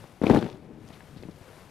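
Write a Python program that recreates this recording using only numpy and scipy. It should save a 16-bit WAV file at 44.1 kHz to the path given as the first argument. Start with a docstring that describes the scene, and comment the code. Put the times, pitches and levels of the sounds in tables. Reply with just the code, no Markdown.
"""A squad of soldiers on an open tarmac square, heard from beside the front ranks, louder on the left.
Light wind rumbles on the microphone and uniforms rustle. The men stamp to attention in one ragged
volley, each boot a hollow clap with a crunch of grit; buildings and trees send back a dull echo.
They stand still for a moment, then march off with soft steps, scuffing soles and rustling cloth."""
import sys
import numpy as np
from scipy import signal
from scipy.fft import rfft, irfft
from scipy.io import wavfile

SR = 44100
rng = np.random.default_rng(int(sys.argv[2]) if len(sys.argv) > 2 else 0)


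def master(y):
    """Save y as 16-bit WAV."""
    cut = np.clip(np.atleast_2d(y).T, -1, 1)
    pcm = np.round(cut * 32767)  # scale
    wavfile.write(sys.argv[1], SR, pcm.astype(np.int16))


N = 74970
TIME = np.arange(N) / SR
STAMP_CRUNCH_S, STEP_CRUNCH_S = 0.0017, 0.0018  # stamps and steps each give a brief crunch of grit


def amp(db):
    """Decibels to gain."""
    return 10 ** (np.asarray(db) / 20)


def unit(x):
    """Scales to rms 1."""
    return x / np.sqrt(np.mean(x ** 2) + 1e-20)


def read(points, hz):
    """Reads a table along a log-frequency axis."""
    f, value = np.transpose(points)
    return np.interp(np.log(hz + 1), np.log(f + 1), value)


def add(mix, start_s, sound):
    """Mixes a sound in at the given time."""
    part = mix[max(round(start_s * SR), 0):][:len(sound)]
    part += sound[:len(part)]


def butter(x, hz, kind, order=2):
    """Butterworth low-pass or high-pass."""
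    return signal.sosfilt(signal.butter(order, hz, kind, fs=SR, output="sos"), x)


def resonate(x, hz, q):
    """Two passes through one resonance."""
    peak = signal.iirpeak(hz, q, SR)
    return signal.lfilter(*peak, signal.lfilter(*peak, x))


def colour(x, points, size=2048):
    """Causal filter of unit energy with the given spectrum."""
    log_gain = np.log(amp(read(points, abs(np.fft.fftfreq(size, 1 / SR)))))
    taps = np.fft.ifft(np.exp(np.conj(signal.hilbert(log_gain)))).real
    return signal.fftconvolve(x, taps / np.linalg.norm(taps))[:len(x)]


def wander(rate_hz):
    """Smooth random drift of rms 1, up to the given rate."""
    hz = np.fft.rfftfreq(N, 1 / SR)
    return unit(irfft(rfft(rng.standard_normal(N)) / (1 + (hz / rate_hz) ** 4), N))


def gravel(size, spread_db):
    """Dense tiny fractures of uneven size, rms 1."""
    return unit(rng.standard_normal(size) * amp(spread_db * np.minimum(rng.exponential(1, size), 3)))


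def wind():
    """Light wind on the microphone: a lumpy low rumble with a trace of outdoor hiss."""
    # strength of the wind (time [s], level [dB])
    gusts = [(0, -44), (.06, -54), (.18, -54), (.55, -51), (0.679, -54.5), (.85, -51), (1.0, -53.5),
             (1.2, -48.5), (1.45, -55.5), (1.7, -53)]
    # spectrum of the rumble (frequency [Hz], level [dB])
    spectrum = [(20, -11), (52, -6), (90, 0), (135, 3), (200, -3.5), (400, -10), (800, -29.5),
                (2000, -27.5), (6000, -39.5), (16000, -57)]
    level = np.interp(TIME, *np.transpose(gusts))
    rumble = colour(rng.standard_normal(N), spectrum)
    return amp(level) * unit(rumble * amp(1.5 * wander(rate_hz=25)))


def uniforms():
    """Grainy friction of cloth, faintest while the men stand still."""
    # rustle as legs and arms swing (time [s], level [dB])
    rustle = [(0, -52.5), (.09, -56.5), (0.181, -58.5), (.45, -58), (0.599, -65.5), (.76, -68),
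              (.84, -59.5), (.92, -55.5), (1.08, -57), (1.2, -58.5), (1.33, -59), (1.42, -55), (1.5, -54),
              (1.59, -53.5), (1.7, -56.5)]
    # spectrum of the cloth (frequency [Hz], level [dB])
    cloth = [(150, -2), (500, 8.5), (1000, 3), (2000, -3), (4000, -8.5), (7000, -14), (11000, -14),
             (13000, -17), (16000, -34)]
    level = np.interp(TIME, *np.transpose(rustle))
    rubbing = rng.standard_normal(N) * amp(wander(rate_hz=250))
    return amp(level) * unit(colour(rubbing, cloth))


def boots(rows, crunch_s):
    """Each sole claps the air out from under it, thuds, and crunches grit at a pitch of its own."""
    # spectrum of the broad part of the grit (frequency [Hz], level [dB])
    grit_spectrum = [(200, -34), (700, 28), (1400, 15), (2400, -1), (3600, 6.5), (5000, -14), (7000, -12),
                     (11000, -7), (13500, -18), (16000, -42)]
    grit_rise_s, settle_s = 0.00089, 0.014
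    thud_hz, thud_s = 94.2, 0.0064  # the weight of the leg behind the sole
    peak_cycles, snap_cycles = 0.51, 0.34
    blows, broad_grit = np.zeros((2, N))
    t = np.arange(SR // 12) / SR
    crunch = (1 - np.exp(-t / grit_rise_s)) * (np.exp(-t / crunch_s) + amp(-28) * np.exp(-t / settle_s))
    thud = amp(-20.5) * t / thud_s * np.exp(1 - t / thud_s) * np.sin(2 * np.pi * thud_hz * t)
    for start, clap_db, clap_hz, grit_db, grit_hz in rows:
        cycles = t * clap_hz
        # the clap starts sharp and sinks as the sole closes on the ground
        turns = 0.67 * cycles + 0.46 * (1 - np.exp(-cycles / snap_cycles))
        swell = cycles / peak_cycles
        clap = (swell * np.exp(1 - swell)) ** 2.18 * np.sin(2 * np.pi * turns)
        add(blows, start, amp(clap_db) * (thud - clap))
        grains = gravel(len(t), spread_db=3.5)
        add(blows, start, amp(grit_db) * crunch * unit(resonate(grains, grit_hz, q=2.11)))
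        add(broad_grit, start, amp(grit_db - 1.5) * crunch * grains)
    return butter(blows + colour(broad_grit, grit_spectrum), 117.4, "high")


def steps():
    """Soft footfalls crunch briefly on the grit: one before the volley, the rest as the men march off."""
    # footfalls (time [s], clap level [dB], nominal clap pitch [Hz], grit level [dB], grit pitch [Hz])
    footfalls = [(.0410, -35.5, 710, -55, 754), (.9025, -36, 213, -40.5, 1950),
                 (1.0055, -55, 397, -40.5, 1590), (1.1625, -33.5, 170, -55, 2960),
                 (1.1700, -36, 222, -50, 3700), (1.2260, -37.5, 314, -47, 4050),
                 (1.2342, -33, 344, -42.5, 2140), (1.2515, -31, 223, -59, 2500),
                 (1.2590, -39.5, 340, -74, 2500), (1.2672, -38, 270, -66, 2500),
                 (1.2862, -29, 236, -67, 900), (1.2930, -32, 286, -70, 3000), (1.4085, -38, 108, -70, 3130)]
    return boots(footfalls, STEP_CRUNCH_S)


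def front_ranks():
    """The boots nearest the microphone stamp down in a ragged volley."""
    # stamps (time [s], clap level [dB], nominal clap pitch [Hz], grit level [dB], grit pitch [Hz])
    stamps = [(.2157, -14, 306, -36, 1480), (.2366, -10.5, 354, -25, 1380), (.2402, -12.5, 247, -21.5, 860),
              (.2560, -33, 177, -33, 2250), (.2670, -10, 340, -23.5, 2270), (.2762, -17.5, 335, -34, 3600),
              (.2825, -17.5, 378, -47, 1730), (.2915, -15, 320, -54, 4080), (.2991, -7, 598, -30, 1870),
              (.3009, -6.5, 335, -19.5, 880), (.3079, -4, 212, -25, 1580), (.3128, -9, 265, -28, 2600),
              (.3225, -14.5, 417, -48, 2060), (.3337, -15.5, 444, -48, 3800),
              (.3395, -12.5, 231, -30, 1470), (.3466, -8, 438, -29.5, 2150), (.3522, -12, 149, -49, 2760),
              (.3625, -14.5, 706, -19.5, 1330), (.3674, -15, 290, -49, 2420),
              (.3721, -11.5, 373, -29.5, 1660), (.3745, -14, 215, -32.5, 3400),
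              (.3838, -17, 211, -39.5, 3450), (.3893, -20.5, 226, -33, 3620), (.4177, -24, 348, -40, 2330),
              (.4258, -20.5, 310, -29, 1600), (.4332, -24, 189, -58, 3000), (.4430, -30, 250, -55, 2320),
              (.4494, -20, 222, -63, 3000), (.4632, -22, 396, -36.5, 1880), (.4760, -42, 414, -44.5, 2670),
              (.4870, -33.5, 487, -44, 3400)]
    return boots(stamps, STAMP_CRUNCH_S)


def heel_cracks():
    """Hard heel edges crack against stones in the tarmac: a brief rattle of fracture, rung by the stone."""
    # heel strikes (time [s], level [dB], pitch [Hz])
    strikes = [(0.216, -45.5, 9000), (0.226, -37, 3020), (0.236, -44.5, 5950), (.2670, -23, 2020),
               (0.298, -33, 4030), (0.3477, -32.5, 5270), (0.3807, -53, 7000), (.4258, -27, 2030),
               (0.4443, -37.5, 3500), (0.5004, -36.5, 3080), (0.5718, -53, 4030), (.8880, -44, 4400),
               (1.2863, -43, 806)]
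    decay_s = 0.0009
    out, t = np.zeros(N), np.arange(SR // 60) / SR
    for start, db, hz in strikes:
        rattle = rng.standard_normal(len(t)) * np.exp(-t / decay_s)
        top_hz = min(2.03 * hz, SR / 3)  # above this a stone radiates little
        ring = butter(resonate(rattle, hz, q=0.73), top_hz, "low", order=4)
        add(out, start, amp(db) * ring / abs(ring).max())
    return out


def grinding():
    """All the soles grind loose grit, joining the separate blows into one crunch that trails off."""
    # grit ground under the whole squad (time [s], level [dB])
    grind = [(.22, -58), (.265, -45), (.31, -41.5), (.38, -47.5), (.42, -52), (.48, -54.5), (.52, -60.5),
             (.58, -84)]
    # spectrum of the crunch (frequency [Hz], level [dB])
    spectrum = [(300, -10), (1300, 7.5), (2500, 1), (4300, -3), (6000, -8), (7500, -14), (11000, -15.5),
                (16000, -27)]
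    level = np.interp(TIME, *np.transpose(grind), left=-120, right=-120)
    clumps = gravel(N, spread_db=4.5) * amp(3.5 * wander(rate_hz=220))
    return amp(level) * unit(colour(clumps, spectrum))


def rear_ranks(count=90):
    """Boots farther from the microphone land at random, filling the volley and trailing behind it."""
    # strength of the far stamps (time [s], level [dB])
    volley = [(.222, -26), (.27, -27), (.31, -20.5), (0.369, -18), (0.406, -32), (0.462, -28.5),
              (0.484, -43.5), (.56, -43)]
    when, level = np.transpose(volley)
    slot = (np.arange(count) + rng.random(count)) / count
    start = when[0] + slot * (when[-1] - when[0])
    force, pitch, grit, stone = rng.standard_normal((count, 4)).T
    clap_db, clap_hz = np.interp(start, when, level) + 2 * force, 388 * 2 ** (0.57 * pitch)
    grit_db, grit_hz = clap_db - 19.5 + 3 * grit, 2240 * 2 ** (stone / 3)
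    stamps = boots(zip(start, clap_db, clap_hz, grit_db, grit_hz), STAMP_CRUNCH_S)
    return butter(stamps, 7000, "low")  # the front ranks shade the treble


def air_puff(at_s=0.33, width_s=0.028, hz=21.8):
    """One slow push of air from the nearest boot reaches the microphone with the heaviest stamp."""
    t = TIME - at_s
    return amp(-35) * np.exp(-(t / width_s) ** 2) * np.sin(2 * np.pi * hz * t)


def scuffs(sag_octaves=0.25, width_share=0.59):
    """A sole drags over the tarmac; its rasp swells, fades and sinks in pitch as it slows."""
    # drags (time [s], length [s], level [dB], pitch [Hz])
    drags = [(0.524, 0.0094, -56, 3330), (0.874, 0.011, -61, 4830), (.924, .026, -55.5, 3460),
             (0.95, 0.022, -59.5, 1848), (1.17, 0.021, -58, 3740), (1.308, 0.016, -62.5, 4000),
             (1.483, 0.015, -54.5, 1470)]
    out = np.zeros(N)
    for start, length, db, hz in drags:
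        t = np.arange(0, length, 1 / SR)
        progress = t / t[-1]
        glide_hz = hz * 2 ** (sag_octaves * (.5 - progress))
        carrier = np.exp(2j * np.pi * np.cumsum(glide_hz) / SR)
        grains = gravel(SR // 8, spread_db=5)[:len(t)]
        # keep a band of the grains that follows the glide
        rasp = (carrier * butter(grains / carrier, width_share * hz / 2, "low")).real
        add(out, start, amp(db) * np.sin(np.pi * progress) * unit(rasp))
    return out


def body_scatter(x, peak_s=0.015):
    """The men's bodies scatter the upper part of each blow and thicken it into a clatter."""
    t = np.arange(SR // 12) / SR
    reflections = butter(rng.standard_normal(len(t)) * t * np.exp(-t / peak_s), 493, "high")
    return signal.fftconvolve(x, amp(-12.5) * reflections / np.linalg.norm(reflections))[:N]


def square_echo(x, rise_s=0.071, echo_s=0.38, spread_s=0.12):
    """A thin tail from the open square, then a smeared dull echo from distant buildings and trees."""
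    # reverberation of the square (frequency [Hz], time to fall 60 dB [s])
    decay_times = [(100, 0.39), (400, 0.44), (2000, 0.38), (8000, 0.42)]
    # spectrum of the echo (frequency [Hz], level [dB])
    echo_spectrum = [(60, -33), (130, -7), (260, -1.5), (450, -2), (900, -2), (2500, -1.5), (8000, -31)]
    t = np.arange(SR) / SR
    hz, age, bands = signal.stft(rng.standard_normal(SR), SR, nperseg=256)
    decay = amp(-60 * age / read(decay_times, hz)[:, None])
    tail = signal.istft(bands * decay, SR, nperseg=256)[1][:SR] * (1 - np.exp(-t / rise_s))
    scatter = rng.standard_normal(SR) * np.exp(-((t - echo_s) / spread_s) ** 2 / 2)
    dulling = amp(read(echo_spectrum, np.fft.rfftfreq(SR, 1 / SR)))
    echo = irfft(rfft(scatter / np.linalg.norm(scatter)) * dulling, SR)
    return signal.fftconvolve(x, amp(-20) * tail / np.linalg.norm(tail) + amp(-26) * echo)[:N]


def scene():
    """All sources at one microphone on the square, stronger in the left channel."""
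    balance_db = 9
    feet = rear_ranks() + front_ranks() + steps() + heel_cracks() + grinding() + scuffs()
    mono = feet + body_scatter(feet) + square_echo(feet) + air_puff() + uniforms() + wind()
    sides = amp([[balance_db / 2], [-balance_db / 2]])
    return mono * sides / sides.mean()


def record(dry):
    """The recorder cuts the treble above 15750 Hz."""
    band_limit = signal.firwin(511, 15750, window=("kaiser", 9), fs=SR)
    return signal.oaconvolve(dry, band_limit[None], "same")


dry = scene()
out = record(dry)
master(out)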